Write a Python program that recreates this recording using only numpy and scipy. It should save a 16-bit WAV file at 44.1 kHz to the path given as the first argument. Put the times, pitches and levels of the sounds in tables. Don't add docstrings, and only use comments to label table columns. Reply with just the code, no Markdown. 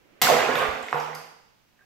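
import sys
import numpy as np
from scipy import signal
from scipy.fft import rfft, irfft
from scipy.io import wavfile

SR = 44100
rng = np.random.default_rng(int(sys.argv[2]) if len(sys.argv) > 2 else 0)


def file_out(sig):
    cols = np.atleast_2d(sig).T
    lim = np.clip(cols, -1, 1)
    pcm = np.round(lim * 32767).astype(np.int16)
    wavfile.write(sys.argv[1], SR, pcm)


N = 81585

PRICK_S = 0.2158
# time_s, level_db
SPLASH_LEVEL = [(0.222, -34), (0.27, -26.5), (0.36, -28.5), (0.53, -29.5), (0.61, -29), (0.68, -35.5),
                (0.8, -44), (0.9, -51), (0.96, -41.5), (1.03, -49), (1.16, -48.5), (1.27, -64), (1.5, -88),
                (1.85, -73)]


def amp(db):
    return 10 ** (np.asarray(db) / 20)


def curve(points):
    t = np.arange(N) / SR
    times, db = np.array(points).T
    return amp(np.interp(t, times, db)) * (t >= times[0])


def over_hz(points, hz):
    f, v = np.array(points).T
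    return np.interp(np.log(np.maximum(hz, 1)), np.log(f), v)


def unit(x):
    return x / np.sqrt(np.mean(x ** 2))


def pan(x, db):
    return x * amp(np.array([[db], [-db]]) / 2)


def colour(x, points, size=4096):
    hz = np.linspace(0, SR / 2, size // 2 + 1)
    cepstrum = irfft(np.log(amp(over_hz(points, hz))))
    cepstrum[1:size // 2] *= 2
    cepstrum[size // 2 + 1:] = 0
    impulse = irfft(np.exp(rfft(cepstrum)))
    return signal.fftconvolve(np.atleast_2d(x), impulse[None])[:, :N]


def add(track, at, sound):
    i = int(np.clip(at * SR, 0, N - 1))
    track[i:i + len(sound)] += sound[:N - i]


def ring(hz, cycles, count=7):
    glide, onset_cycles = 0.034, 0.44
    turn = np.arange(int(count * cycles * SR / hz) + 2) * hz / SR
    age = turn / cycles
    swell = 1 - np.exp(-turn / onset_cycles)
    return np.sin(2 * np.pi * turn * (1 + glide * age / 2)) * np.exp(-age) * swell


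def grains(per_s, cycles, spread_db, low_hz, high_hz):
    out = np.zeros(N)
    draws = np.random.default_rng(rng.integers(2 ** 31)).random((int(per_s * N / SR), 4))
    for when, size, strength, damping in draws:
        hz = low_hz * (min(high_hz, SR / 2) / low_hz) ** size
        loud = min(-np.log(1 - strength), np.pi)
        level = amp(spread_db * loud) * np.sqrt(hz)
        add(out, when * N / SR, level * ring(hz, cycles * (.5 + damping)))
    return out


def noise(spectrum):
    return unit(colour(rng.standard_normal((2, N)), spectrum))


def burst(at, rise_s, decay_s, db, spectrum, pan_db, room_db):
    age = np.maximum(np.arange(N) / SR - at, 0)
    envelope = np.minimum(age / rise_s, 1) * np.exp(-np.maximum(age - rise_s, 0) / decay_s)
    x = amp(db) * envelope * unit(colour(rng.standard_normal(N), spectrum))
    return pan(x, pan_db), amp(room_db) * x


def hush():
    # frequency_hz, level_db
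    hush_colour = [(30, -5.5), (150, -3), (700, -13.5), (2000, -16.5), (6000, -20.5), (9500, -30),
                   (13000, -24.5)]
    return pan(amp(-66) * noise(hush_colour), -3)


def rustle():
    # time_s, level_db
    rustle_level = [(0, -64.5), (0.125, -61), (0.21, -58), (0.3, -80)]
    # frequency_hz, level_db
    rustle_colour = [(80, -20.5), (280, 2.5), (900, -10.5), (2600, -10), (7000, -40)]
    return curve(rustle_level) * noise(rustle_colour)


def snap():
    x = np.zeros(N)
    add(x, PRICK_S, amp(-5.5) * ring(hz=1800, cycles=0.6))
    return x, amp(-8) * x


def crack():
    # frequency_hz, level_db
    crack_colour = [(30, -10), (130, -9), (300, -6), (800, 4.5), (1700, 1.5), (3500, 4.5), (7000, -4),
                    (15000, -9.5)]
    return burst(PRICK_S, rise_s=0.0002, decay_s=0.016, db=-15.5,
                 spectrum=crack_colour, pan_db=-1, room_db=6)


def bathroom():
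    # frequency_hz, t60_s
    room_t60 = [(100, 0.3), (400, 0.72), (1000, 0.81), (2500, 0.73), (5000, 0.84), (9000, 0.62),
                (15000, 0.45)]
    # frequency_hz, t60_s, relative_level_db
    room_modes = [(151.8, 0.54, -6), (231, 0.88, -9), (433.7, 0.41, -12), (483.6, 0.36, -16),
                  (649.2, 0.3, -13), (722, 0.27, -8.5), (905, 0.19, -20.5)]
    build_s, wide_hz, modes_db = 0.002, 610, -12.5
    t, hz = np.arange(N) / SR, np.linspace(0, SR / 2, N // 2 + 1)
    mid, side = rfft(rng.standard_normal((2, N)))
    apart = np.minimum(hz / wide_hz, 1)
    field = (mid + np.array([[1], [-1]]) * apart * side) / np.sqrt(1 + apart ** 2)
    tail = 0
    for centre, t60 in room_t60:
        band = over_hz([(f, f == centre) for f, _ in room_t60], hz)
        fade = amp(-60 * t / t60) * (1 - np.exp(-t / build_s))
        tail = tail + irfft(field * band, N) * fade / np.linalg.norm(fade)
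    for f, t60, db in room_modes:
        wave = np.sin(2 * np.pi * (f * t + rng.random())) * np.exp(-np.log(1000) * t / t60)
        tail = tail + amp(db + modes_db) * wave / np.linalg.norm(wave)
    return tail


def rip():
    # frequency_hz, level_db
    rip_colour = [(500, -28.5), (3500, -8.5), (9000, 1.5), (11500, 8.5), (14000, 11), (16000, -3)]
    return burst(at=0.2188, rise_s=0.0014, decay_s=0.0033, db=-15,
                 spectrum=rip_colour, pan_db=8, room_db=-3)


def splash():
    # frequency_hz, level_db
    splash_colour = [(40, -25.5), (90, -13), (190, -18), (270, -1), (450, 4), (1200, 9), (2400, 4.5),
                     (4000, -8), (8000, -13), (16000, -39)]
    crowd = grains(per_s=2000, cycles=5.14, spread_db=1.5, low_hz=78.9, high_hz=7844)
    x = curve(SPLASH_LEVEL) * unit(colour(crowd, splash_colour))
    return x, amp(0.5) * x


def gurgle():
    crowd = grains(per_s=160, cycles=13, spread_db=2, low_hz=452.8, high_hz=2575)
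    x = amp(-4.5) * curve(SPLASH_LEVEL) * unit(crowd)
    return x, amp(-2) * x


def spray():
    # time_s, level_db
    spray_level = [(0.222, -35.5), (0.33, -35.5), (0.5, -46), (0.58, -37), (0.66, -45.5), (0.76, -55.5),
                   (0.92, -49), (1.01, -46), (1.1, -62.5), (1.23, -58), (1.32, -76), (1.5, -79)]
    # frequency_hz, level_db
    spray_colour = [(100, -26), (1500, 8), (3000, 4.5), (5500, -4.5), (8000, -8), (16000, -6)]
    crowd = grains(per_s=3400, cycles=2.05, spread_db=6, low_hz=2073, high_hz=13900)
    x = curve(spray_level) * unit(colour(crowd, spray_colour))
    return x, amp(2.5) * x


def bubbles():
    # start_s, pitch_hz, level_db, decay_cycles, room_db (room feed relative to direct)
    pockets = [(0.2705, 1380, -9.5, 4.4, -34), (0.286, 744, -4.5, 0.56, 14.5),
               (0.2995, 642, -5.5, 2.4, -2.5), (0.311, 616, -13, 11.2, -3.5), (0.32, 150.3, -33, 5, -13.5),
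               (0.322, 480.3, -14.5, 12.3, 0.5), (0.3355, 475.5, -16, 7.9, -5.5),
               (0.34, 231, -25, 3.4, -13), (0.486, 250.1, -31.5, 11.5, 0), (0.487, 460, -19, 2.4, -4),
               (0.52, 1665, -25.5, 25, 2.5), (0.555, 3424, -17.5, 6.5, 4), (0.581, 1126, -15.5, 3.5, -1),
               (0.628, 1132, -20, 8, 1), (0.652, 737, -23, 2.4, -2.5), (0.8851, 2034, -20.5, 2.8, -1),
               (0.9283, 1083, 5, 0.43, 3), (0.937, 146.5, -36, 15, -21), (0.943, 473.6, -23, 5, 3.5),
               (0.957, 845, -14.5, 1.56, 9), (1.131, 1890, -26, 2.3, 1), (1.792, 1656, -48.5, 4, 2),
               (1.808, 1586, -56, 43, -8)]
    direct, feed = np.zeros((2, N))
    for at, hz, db, cycles, room_db in pockets:
        high_pass = signal.butter(2, hz / 2, "high", fs=SR, output="sos")
        x = amp(db) * signal.sosfilt(high_pass, ring(hz, cycles))
        add(direct, at, x)
        add(feed, at, amp(room_db) * x)
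    return direct, feed


def drops():
    # start_s, level_db, pitch_hz, decay_s (of the snap; the ring takes half)
    slaps = [(0.555, -27, 13300, 0.0024), (0.828, -34, 7500, 0.0018), (0.9705, -38.5, 13500, 0.0023),
             (1, -31, 5230, 0.0042), (1.149, -28.5, 9760, 0.0016), (1.1505, -28, 4870, 0.0038)]
    skirt_db = -20.5
    x, t = np.zeros(N), np.arange(SR // 25) / SR
    for at, db, hz, decay_s in slaps:
        band = [(hz / 4, 2 * skirt_db), (hz / 2, skirt_db), (hz, 0), (2 * hz, skirt_db)]
        impact = np.exp(-t / decay_s) * rng.standard_normal(len(t))
        add(x, at, amp(db - 11) * ring(hz, decay_s * hz / 2))
        add(x, at, amp(db) * colour(impact, band)[0])
    return x, amp(5) * x


def puffs():
    # start_s, pitch_hz, level_db
    thumps = [(0.684, 65.7, -37), (0.729, 54, -48.5), (0.827, 69.4, -53.5)]
    x = np.zeros(N)
    for at, hz, db in thumps:
        add(x, at, amp(db) * ring(hz, cycles=0.61))
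    return pan(x, -35)


def microphone(air):
    # frequency_hz, level_db
    mic_colour = [(5000, 0), (7500, 2), (8700, -4), (10000, -3.5), (12800, 1), (15500, -5)]
    # frequency_hz, left_minus_right_db
    mic_balance = [(300, -7.5), (1000, -6), (2800, -3.5), (6000, -1), (11000, 2)]
    ports = []
    for x, sign in zip(air, (1, -1)):
        ports.append(colour(x, [(hz, sign * db / 2) for hz, db in mic_balance]))
    return colour(np.vstack(ports), mic_colour)


def scene():
    room = bathroom()
    sources = snap(), crack(), rip(), splash(), gurgle(), spray(), bubbles(), drops()
    direct, feed = (sum(part) for part in zip(*sources))
    echo = signal.fftconvolve(feed, room)[:, :N]
    air = direct + echo + rustle()
    return microphone(air) + puffs() + hush()


def record(dry):
    low_pass = signal.ellip(10, .2, 80, 15700, fs=SR, output="sos")
    return signal.sosfilt(low_pass, dry)


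dry = scene()
out = record(dry)
file_out(out)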